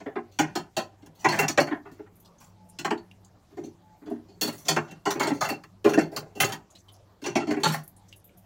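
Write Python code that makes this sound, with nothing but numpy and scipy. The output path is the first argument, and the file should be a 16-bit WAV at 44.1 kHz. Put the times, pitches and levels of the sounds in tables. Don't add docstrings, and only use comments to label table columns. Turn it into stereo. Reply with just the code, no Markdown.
import sys
import numpy as np
from scipy import signal
from scipy.fft import rfft, irfft
from scipy.io import wavfile

SR = 44100
rng = np.random.default_rng(int(sys.argv[2]) if len(sys.argv) > 2 else 0)


def master(y):
    cut = np.clip(np.atleast_2d(y).T, -1, 1)
    pcm = np.round(cut * 32767)
    wavfile.write(sys.argv[1], SR, pcm.astype(np.int16))


N = 372733

# (time [s], strength [dB], weight [dB], hardness [dB], mesh sizzle [dB], rattle length [s],
#  centre pitch of a boost to nearby modes [Hz]); around 3250 Hz little is boosted
KNOCKS = [(0.003, -37.0, -6.5, -18.0, -20.0, 0.046, 3250), (0.061, -28.5, -1.5, -50.5, 3, 0.048, 3250),
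          (0.157, -21.5, -5, -51.5, -2, 0.03, 3300), (0.315, -62.5, -5, 4.5, -9, 0.14, 3560),
          (0.39, -10.5, -8.5, -12.5, -13.0, 0.04, 5840), (0.466, -39.5, -11, -16, -29, 0.11, 3250),
          (0.555, -19.5, -7, -8.5, -13.5, 0.046, 3600), (0.768, -15.5, -14, -9.5, -13.5, 0.048, 3730),
          (1.023, -53.5, 7, -8.5, -15, 0.045, 2990), (1.062, -47.5, -4, -7, -5, 0.023, 7100),
          (1.152, -64, -8, 5, -5.0, 0.085, 4390), (1.19, -54.5, -9.5, 6, -10.0, 0.22, 5900),
          (1.246, -5.5, -14.5, -23, -19, 0.043, 2660), (1.288, -19, -8.5, -5.5, -18.5, 0.048, 4300),
          (1.32, -16, -17.5, -16.5, -11, 0.11, 2400), (1.39, -10, -14.5, -12, -5, 0.043, 2720),
          (1.427, -18, -10.5, -15, -20.0, 0.048, 2720), (1.483, -23.5, -7.5, 2, -12.5, 0.039, 6460),
          (1.577, -5.5, -16, -18.5, -20, 0.031, 3200), (1.603, -18, -4, -6.5, -14, 0.04, 4500),
          (1.671, -26, -13, -16, -16, 0.046, 4570), (1.709, -24.5, -1, -35, -15.0, 0.034, 4400),
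          (1.723, -21, -6.5, -63, -2, 0.039, 3270), (1.853, -36, -9, -49, 1.0, 0.066, 2410),
          (1.916, -62.5, 17, 3, -3.5, 0.08, 3150), (1.993, -41.5, 4, -49, -6.0, 0.032, 3250),
          (2.062, -48.0, -25.0, -36, -1.0, 0.028, 3300), (2.403, -45.5, -27, -9, -2, 0.097, 6800),
          (2.789, -33.5, -6.5, 1.5, -15, 0.037, 3300), (2.848, -14.5, -15, -17, -16, 0.034, 3300),
          (2.908, -15.0, -8.0, -21, -19, 0.028, 3250), (2.977, -46, -2, -3, -23, 0.035, 4440),
          (3.507, -54.5, 0.5, -15, -10.0, 0.071, 3610), (3.571, -39.0, 8, -17, -11.0, 0.075, 5960),
          (3.639, -59, 20, 9, -13.0, 0.055, 3250), (4.016, -48, 3, -40, 13.0, 0.081, 3250),
          (4.06, -41.5, 3, -14.5, -19, 0.11, 3250), (4.1, -39.5, 12, -22, 1, 0.059, 3250),
          (4.286, -61, 10.5, 3, -26.0, 0.096, 4480), (4.413, -25.5, -5.5, 6.0, -6, 0.067, 4400),
          (4.477, -25.5, -4, -2.5, -11, 0.033, 4300), (4.527, -41, -6, -7, 4, 0.076, 3250),
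          (4.58, -54.5, -8, 5.5, 1, 0.12, 5850), (4.651, -38.5, -7.5, -2, -10, 0.17, 5660),
          (4.685, -16, -15, 0, -12, 0.046, 3200), (4.764, -10, -14, -21.5, -18, 0.031, 2720),
          (4.88, -41, -10, -11.5, -29.0, 0.094, 2750), (4.912, -42, -7, -5.5, -11, 0.026, 2720),
          (5.056, -11.5, -12.5, -19.5, -17.5, 0.069, 3250), (5.107, -22.5, -17.0, -3.5, -10, 0.037, 5700),
          (5.151, -30, 1, -19, -9, 0.073, 4500), (5.198, -13.5, -13.5, -15, -9, 0.077, 2330),
          (5.231, -21.5, -9, -8.5, -12, 0.041, 4240), (5.272, -21.5, -4.5, -9, -13, 0.045, 3230),
          (5.302, -22.5, 1.5, -25, -17.0, 0.053, 2730), (5.335, -46, 5.5, -0.5, -8.0, 0.11, 3250),
          (5.41, -12.5, -31, -14.0, -10.0, 0.068, 4000), (5.447, -23.5, -29, -10.5, -9.5, 0.049, 2730),
          (5.489, -18, -39, -14, -4.5, 0.04, 2820), (5.502, -30.0, 2, -2, -14, 0.047, 4280),
          (5.638, -38, -16, -13.5, -10, 0.017, 2780), (5.845, -17, 5.5, -16.5, -11, 0.085, 3250),
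          (5.893, -25.5, -17.5, -9.5, -8, 0.045, 2720), (5.936, -20.0, -4.5, -11.0, -13, 0.03, 2780),
          (5.976, -14.5, 3, -26, -26.0, 0.016, 2450), (5.988, -19.5, -5, -11.5, -15.5, 0.033, 2700),
          (6.01, -29.5, -1.5, -8.0, -15, 0.057, 4430), (6.117, -38.0, -1, -14.5, -5, 0.14, 7730),
          (6.164, -24.5, -14, -3.5, -8, 0.037, 4020), (6.353, -40.5, 3.5, -6.5, -9, 0.13, 2750),
          (6.403, -9.5, -28, -8.5, -3, 0.058, 2840), (6.444, -26.5, -1.5, 0, -14, 0.022, 7400),
          (6.489, -27.5, -29, -13, -6, 0.062, 3250), (6.523, -26, -16, -6, -7.5, 0.035, 2950),
          (7.219, -45, 8.5, -4.5, -8, 0.065, 2730), (7.241, -29.0, -13.5, -5, -19, 0.084, 2700),
          (7.262, -24.5, -3.5, -6.0, -18, 0.039, 5870), (7.356, -14.5, -4, -12.5, -21.0, 0.041, 2500),
          (7.402, -27.5, -7, -13.5, -37, 0.067, 2740), (7.472, -29.5, 6.5, -9.5, -23, 0.093, 4470),
          (7.509, -20.5, -4, -16.0, -14.0, 0.04, 3250), (7.565, -28, 3.5, -26, -11, 0.056, 2720),
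          (7.601, -44, 4, -7, -4, 0.082, 3250), (7.635, -12, -19, -5.5, -18, 0.065, 4840),
          (7.674, -33, -9.5, 0.5, -5, 0.078, 3200), (7.723, -29, -31, -6, -2.0, 0.06, 3250),
          (7.74, -18.5, -44, -15.5, -3.5, 0.03, 4240), (7.786, -48, -16, -3, -7.0, 0.035, 3760)]
# (frequency [Hz], level [dB], decay time T60 [s])
STEEL_MODES = [(115, -6.5, 1), (157.3, 5.5, 0.62), (243.3, -3.5, .12), (293.7, 6, .12), (341.2, 4.5, 0.15),
               (404.4, 5.5, 0.14), (585, -1, 0.078), (689.3, 0, 0.036), (782, 4.5, 0.061), (838, 2, 0.044),
               (1033, -0.5, 0.03), (1134, -7.5, 0.097), (1420, -11.5, 0.15), (1555, -6, 0.044),
               (1922, -6, 0.059), (2177, -12.5, 0.012), (2722, -3, 0.075), (4075, -15, 0.019),
               (4386, -6, 0.026), (4445, -2, 0.1), (4560, -13.5, 0.34), (5930, -14, 0.15),
               (5900, -7.5, 0.056), (6640, -7.5, 0.054), (6790, -8, 0.027), (7410, -3.5, 0.076)]
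# (low edge [Hz], high edge [Hz], dense unresolved modes [dB], rattle length factor [1],
#  rise of a short contact [s], gain [dB], lumpiness [dB per unit lump])
PARTS = [(610, 2030, -7.5, 1.66, 0.0038, -9, 3), (113.8, 208.3, -22, 1.9, 0.0048, -7, 3.5),
         (208, 489, -20, 1.46, 0.002, -3, 5), (2650, 6870, -14.5, 1.53, 0.00031, -3.5, 0),
         (7860, 17500, -8, 1.3, 0.00061, -3.5, -1.5)]
STRIKE_SPREAD_DB = 4
BOOST_DB, BOOST_WIDTH = 11.5, 0.12
FIRST_LUMP, CHATTER_HZ = 0.43, 114.7
RUB_S = 0.098
EARLY_FADE = 0.94


def knocks(size=2 ** 14):
    out, hz = np.zeros((2, N)), np.fft.rfftfreq(size, 1 / SR)
    mode_hz, mode_db, t60s = np.transpose(STEEL_MODES)[:, :, None]
    modes, strike_wires = amp(mode_db) * resonators(hz, mode_hz, t60s), wire_mesh(hz)
    filters = [signal.butter(3, part[:2], "band", fs=SR, output="sos") for part in PARTS]
    bands = [signal.sosfreqz(sos, hz, fs=SR)[1] for sos in filters]
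    for s, *blow_db, length, boost_hz in KNOCKS:
        boost_db = BOOST_DB * np.exp(-(np.log(mode_hz[:, 0] / boost_hz) / BOOST_WIDTH) ** 2)
        uneven_db = STRIKE_SPREAD_DB * rng.standard_normal(len(STEEL_MODES))
        strengths = amp(boost_db + uneven_db) * rng.choice([-1, 1], len(STEEL_MODES))
        lumps = np.r_[FIRST_LUMP, FIRST_LUMP, rng.standard_normal(size=198)]
        lumps = np.interp(np.arange(size) * CHATTER_HZ / SR, np.arange(len(lumps)), lumps)
        ringing, dense = strengths @ modes, strike_wires()
        noise, total = rng.standard_normal((3, size)), 0
        for level_db, band, part in zip(part_levels(*blow_db), bands, PARTS):
            dense_db, longer, rise, gain_db, lumpy_db = part[2:]
            rise *= 1 + (length / RUB_S) ** 4
            rattle = noise * amp(lumpy_db * lumps) * burst(size, .5 * length * longer, rise)
            response = band * (ringing + amp(dense_db) * dense)
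            sound = irfft(two_ports(rfft(rattle), hz) * response, size)
            sound = sound * burst(size, EARLY_FADE * length * longer, 0)
            early_rms = np.sqrt(np.mean(sound[:, :1300] ** 2))
            total = total + amp(level_db + gain_db) * sound / early_rms
        add(out, total, s - .002)
    return out


# (offset [dB], per strength [dB/dB], per weight [dB/dB], per hardness [dB/dB])
BOOM_RULE = (-14.5, 0.7751, 0.24, 0.23)


def part_levels(strength_db, weight_db, hardness_db, sizzle_db):
    boom_db = np.dot(BOOM_RULE, [1, strength_db, weight_db, hardness_db])
    clink_db = strength_db + hardness_db
    return strength_db, boom_db, strength_db + weight_db, clink_db, clink_db + sizzle_db


# (time [s], nominal peak, 12 dB above the early rms [dB], pitch [Hz])
TICKS = [(2.156, -48, 12130), (2.2, -44, 12240), (2.2498, -44.5, 4360), (2.3845, -48, 6240),
         (2.4394, -46, 7100), (2.69, -43, 9400), (3.1116, -41.5, 2690), (3.246, -45.5, 6500),
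         (3.654, -43, 6600), (6.705, -44, 6930), (6.752, -38.5, 4080), (6.784, -48, 6760),
         (6.8855, -40.5, 3270), (6.922, -46.5, 10500), (6.939, -47.5, 5500), (7.835, -39.5, 11700),
         (7.877, -34.5, 11750), (7.964, -45, 9240), (8.083, -46, 6440), (8.127, -36.5, 2840),
         (8.161, -43.5, 11000), (8.243, -40, 12260), (8.2897, -48, 2240), (8.374, -43.5, 11900)]
TICK_S, TICK_S_PER_OCTAVE = 0.013, 0.002


def ticks(size=2 ** 13, width=0.13):
    out, hz = np.zeros((2, N)), np.fft.rfftfreq(size, 1 / SR)
    strike_wires = wire_mesh(hz)
    for s, peak_db, pitch_hz in TICKS:
        length = TICK_S + TICK_S_PER_OCTAVE * np.log2(pitch_hz / 2e3)
        resonance = 1 / (1 + 1j * (hz / pitch_hz - pitch_hz / (hz + 1)) / width)
        colour = resonance + amp(-36.0) * (hz > 1500)
        grains = rng.standard_normal((3, size)) * amp(4.6 * rng.exponential(1, size))
        drive = rfft(grains * burst(size, length, 0.0023))
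        pop = irfft(two_ports(drive, hz) * colour * strike_wires(), size)
        early_rms = np.sqrt(np.mean(pop[:, :700] ** 2))
        add(out, amp(peak_db - 12.0) * pop / early_rms, s - .002)
    return out


WIRE_T60_S, WIRE_DB = 0.038, -1.5


def wire_mesh(hz, count=170):
    wires = resonators(hz, rng.uniform(1198.6, 16500, (count, 1)), WIRE_T60_S)
    return lambda: 1 + amp(WIRE_DB) * rng.laplace(size=count) @ wires


def resonators(hz, mode_hz, t60s):
    z, r, w = np.exp(-2j * np.pi * hz / SR), amp(-60 / (t60s * SR)), 2 * np.pi * mode_hz / SR
    return (1 - r) * 2 * np.sin(w) * z / (1 - 2 * r * np.cos(w) * z + (r * z) ** 2)


def burst(size, length, rise):
    t = np.arange(size) / SR
    fall = np.exp(-(t / np.clip(length, .004, .4)) ** 1.06)
    return (1 - np.exp(-t / max(rise, 1e-4))) * fall


# (frequency [Hz], share [1])
OWN_SHARE = [(150, 0.0062), (350, .03), (700, 0.52), (3000, 0.69), (16000, 0.95)]
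# (frequency [Hz], left minus right [dB])
PORT_BALANCE = [(60, -3), (380, -0.5), (1500, -3), (2800, -1), (5500, -8), (9500, 1), (13500, -1.5)]
LEFT_LAG_S, LAG_FROM_HZ = .00032, 460


def two_ports(spectra, hz):
    own = np.clip(at_hz(OWN_SHARE, hz + 1), 0, 1)
    lag = LEFT_LAG_S / (1 + (LAG_FROM_HZ / (hz + 1)) ** 2)
    late = np.exp(-2j * np.pi * hz * lag)
    shared = np.sqrt(1 - own) * spectra[0] * np.array([late, np.ones_like(late)])
    both = shared + np.sqrt(own) * spectra[1:]
    return both * amp(at_hz(PORT_BALANCE, hz + 1) * [[.5], [-.5]])


ROOM_T60_S, ROOM_DB, WALL_CUT_HZ = 0.25, -22.5, 530


def kitchen(x):
    t = np.arange(round(.5 * SR)) / SR
    mid, side = rng.standard_normal((2, len(t))) * amp(-60 * t / ROOM_T60_S) * (t > .008)
    side = signal.sosfilt(signal.butter(2, 450, "high", fs=SR, output="sos"), side)
    dull = signal.butter(1, WALL_CUT_HZ, fs=SR, output="sos")
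    tail = signal.sosfilt(dull, [mid + side, mid - side])
    return signal.fftconvolve(x, tail / np.sqrt(np.sum(tail ** 2) / 2), axes=1)[:, :N]


# (frequency [Hz], width [Hz], middle level [dB])
WAVERING = [(182, 9.4, -65.5)]
# (time [s], level [dB])
FAINT_TONE = [(2.65, -64), (3.87, -63)]


def wavering_tones():
    hum, swells = 0, 0
    for hz, width, level_db in WAVERING:
        hum = hum + amp(level_db + 6.2 * np.tanh(drift(2.1))) * narrow_noise(hz, width)
    for s, level_db in FAINT_TONE:
        swells = swells + amp(level_db) * np.exp(-((np.arange(N) / SR - s) / 0.15) ** 2)
    return hum + swells * narrow_noise(860, 4.2)


def narrow_noise(hz, width):
    r = np.exp(-np.pi * width / SR)
    poles = [1, -2 * r * np.cos(2 * np.pi * hz / SR), r * r]
    return rms_one(signal.lfilter([1, 0, -1], poles, rng.standard_normal(N)))


MAINS_HZ, BEAT_HZ, BEAT_PEAK_S = 100, 1.835, 2.6
MAINS_DB, MOTOR_DB = -61.5, -63.5


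def beating_hum():
    t = np.arange(N) / SR - BEAT_PEAK_S
    mains = amp(MAINS_DB) * np.sin(2 * np.pi * MAINS_HZ * t)
    motor = amp(MOTOR_DB) * np.sin(2 * np.pi * (MAINS_HZ - BEAT_HZ) * t)
    return mains + motor


# (low hum [dB], drone [dB], rustle [dB])
BACKGROUND = (-63, -61, -69.5)
# (frequency [Hz], relative density [dB per Hz])
HUM = [(12, -37), (20, -4), (54, 1.5), (108, 5.5), (182, -6), (231, -15), (300, -7.5), (390, -51),
       (660, -120)]
# (frequency [Hz], relative density [dB per Hz])
DRONE = [(120, -30), (200, -7), (385, 4.5), (481, -17), (550, -0.5), (824, -5), (980, -3), (2000, -53),
         (2600, -48), (4400, -120)]
# (frequency [Hz], relative density [dB per Hz])
RUSTLE = [(760, -38.5), (1300, 0.5), (2510, -4), (6900, -5.5), (9390, -14), (15200, -10.5), (16000, -20),
          (16500, -38)]
BALANCE_DB = -2


def background():
    hum_db, drone_db, rustle_db = BACKGROUND
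    hum = amp(hum_db) * banded_noise(HUM, patchy_db=2.0, rate=4.6)
    drone = amp(drone_db) * banded_noise(DRONE, patchy_db=4.5, rate=7.2)
    rustle = amp(rustle_db) * banded_noise(RUSTLE, patchy_db=3.0, rate=8.0)
    return (hum + drone + rustle) * amp([[BALANCE_DB / 2], [-BALANCE_DB / 2]])


# (frequency [Hz], correlation [1])
LIKENESS = [(60, 1), (240, -0.2), (950, 0.11), (3770, 0.11), (15000, -0.01)]


def banded_noise(spectrum, patchy_db, rate):
    low_hz, high_hz = spectrum[0][0], min(spectrum[-1][0], 17000)
    edges = low_hz * 2 ** np.arange(0, np.log2(high_hz / low_hz) + .01, 1 / 3)
    out, together, white = 0, drift(9.0), rng.standard_normal((2, 2, N))
    for k, (low, high) in enumerate(zip(edges, edges[1:])):
        band = signal.butter(2, [low, high], "band", fs=SR, output="sos")
        mid, side = signal.sosfilt(band, white[k % 2])
        hz = np.sqrt(low * high)
        alike = np.clip(at_hz(LIKENESS, hz), -1, 1)
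        gain = amp(at_hz(spectrum, hz) + patchy_db * (0.13 * together + drift(rate)))
        out = out + gain * (np.sqrt(1 + alike) * mid + np.sqrt(1 - alike) * side * [[1], [-1]])
    return rms_one(out)


def drift(rate):
    r = np.exp(-80 * np.pi * rate / SR)
    slow = signal.lfilter([1], [1, -2 * r, r * r], rng.standard_normal(N // 40 + 2002))[2000:]
    return np.interp(np.arange(N) / 40, np.arange(len(slow)), rms_one(slow))


def amp(db):
    return 10 ** (np.asarray(db) / 20)


def rms_one(x):
    return x / np.sqrt(np.mean(x ** 2) + 1e-20)


def at_hz(points, hz):
    return np.interp(np.log(hz), np.log(np.array(points)[:, 0] + 1), np.array(points)[:, 1])


def add(out, sound, s):
    i = max(round(s * SR), 0)
    out[:, i:i + sound.shape[1]] += sound[:, :N - i]


def scene():
    near = knocks() + ticks()
    room = amp(ROOM_DB) * kitchen(near)
    return near + room + wavering_tones() + beating_hum() + background()


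CUTOFF_HZ = 16700


def record(dry):
    return signal.sosfilt(signal.cheby2(14, 60, CUTOFF_HZ, fs=SR, output="sos"), np.tanh(dry))


dry = scene()
out = record(dry)
master(out)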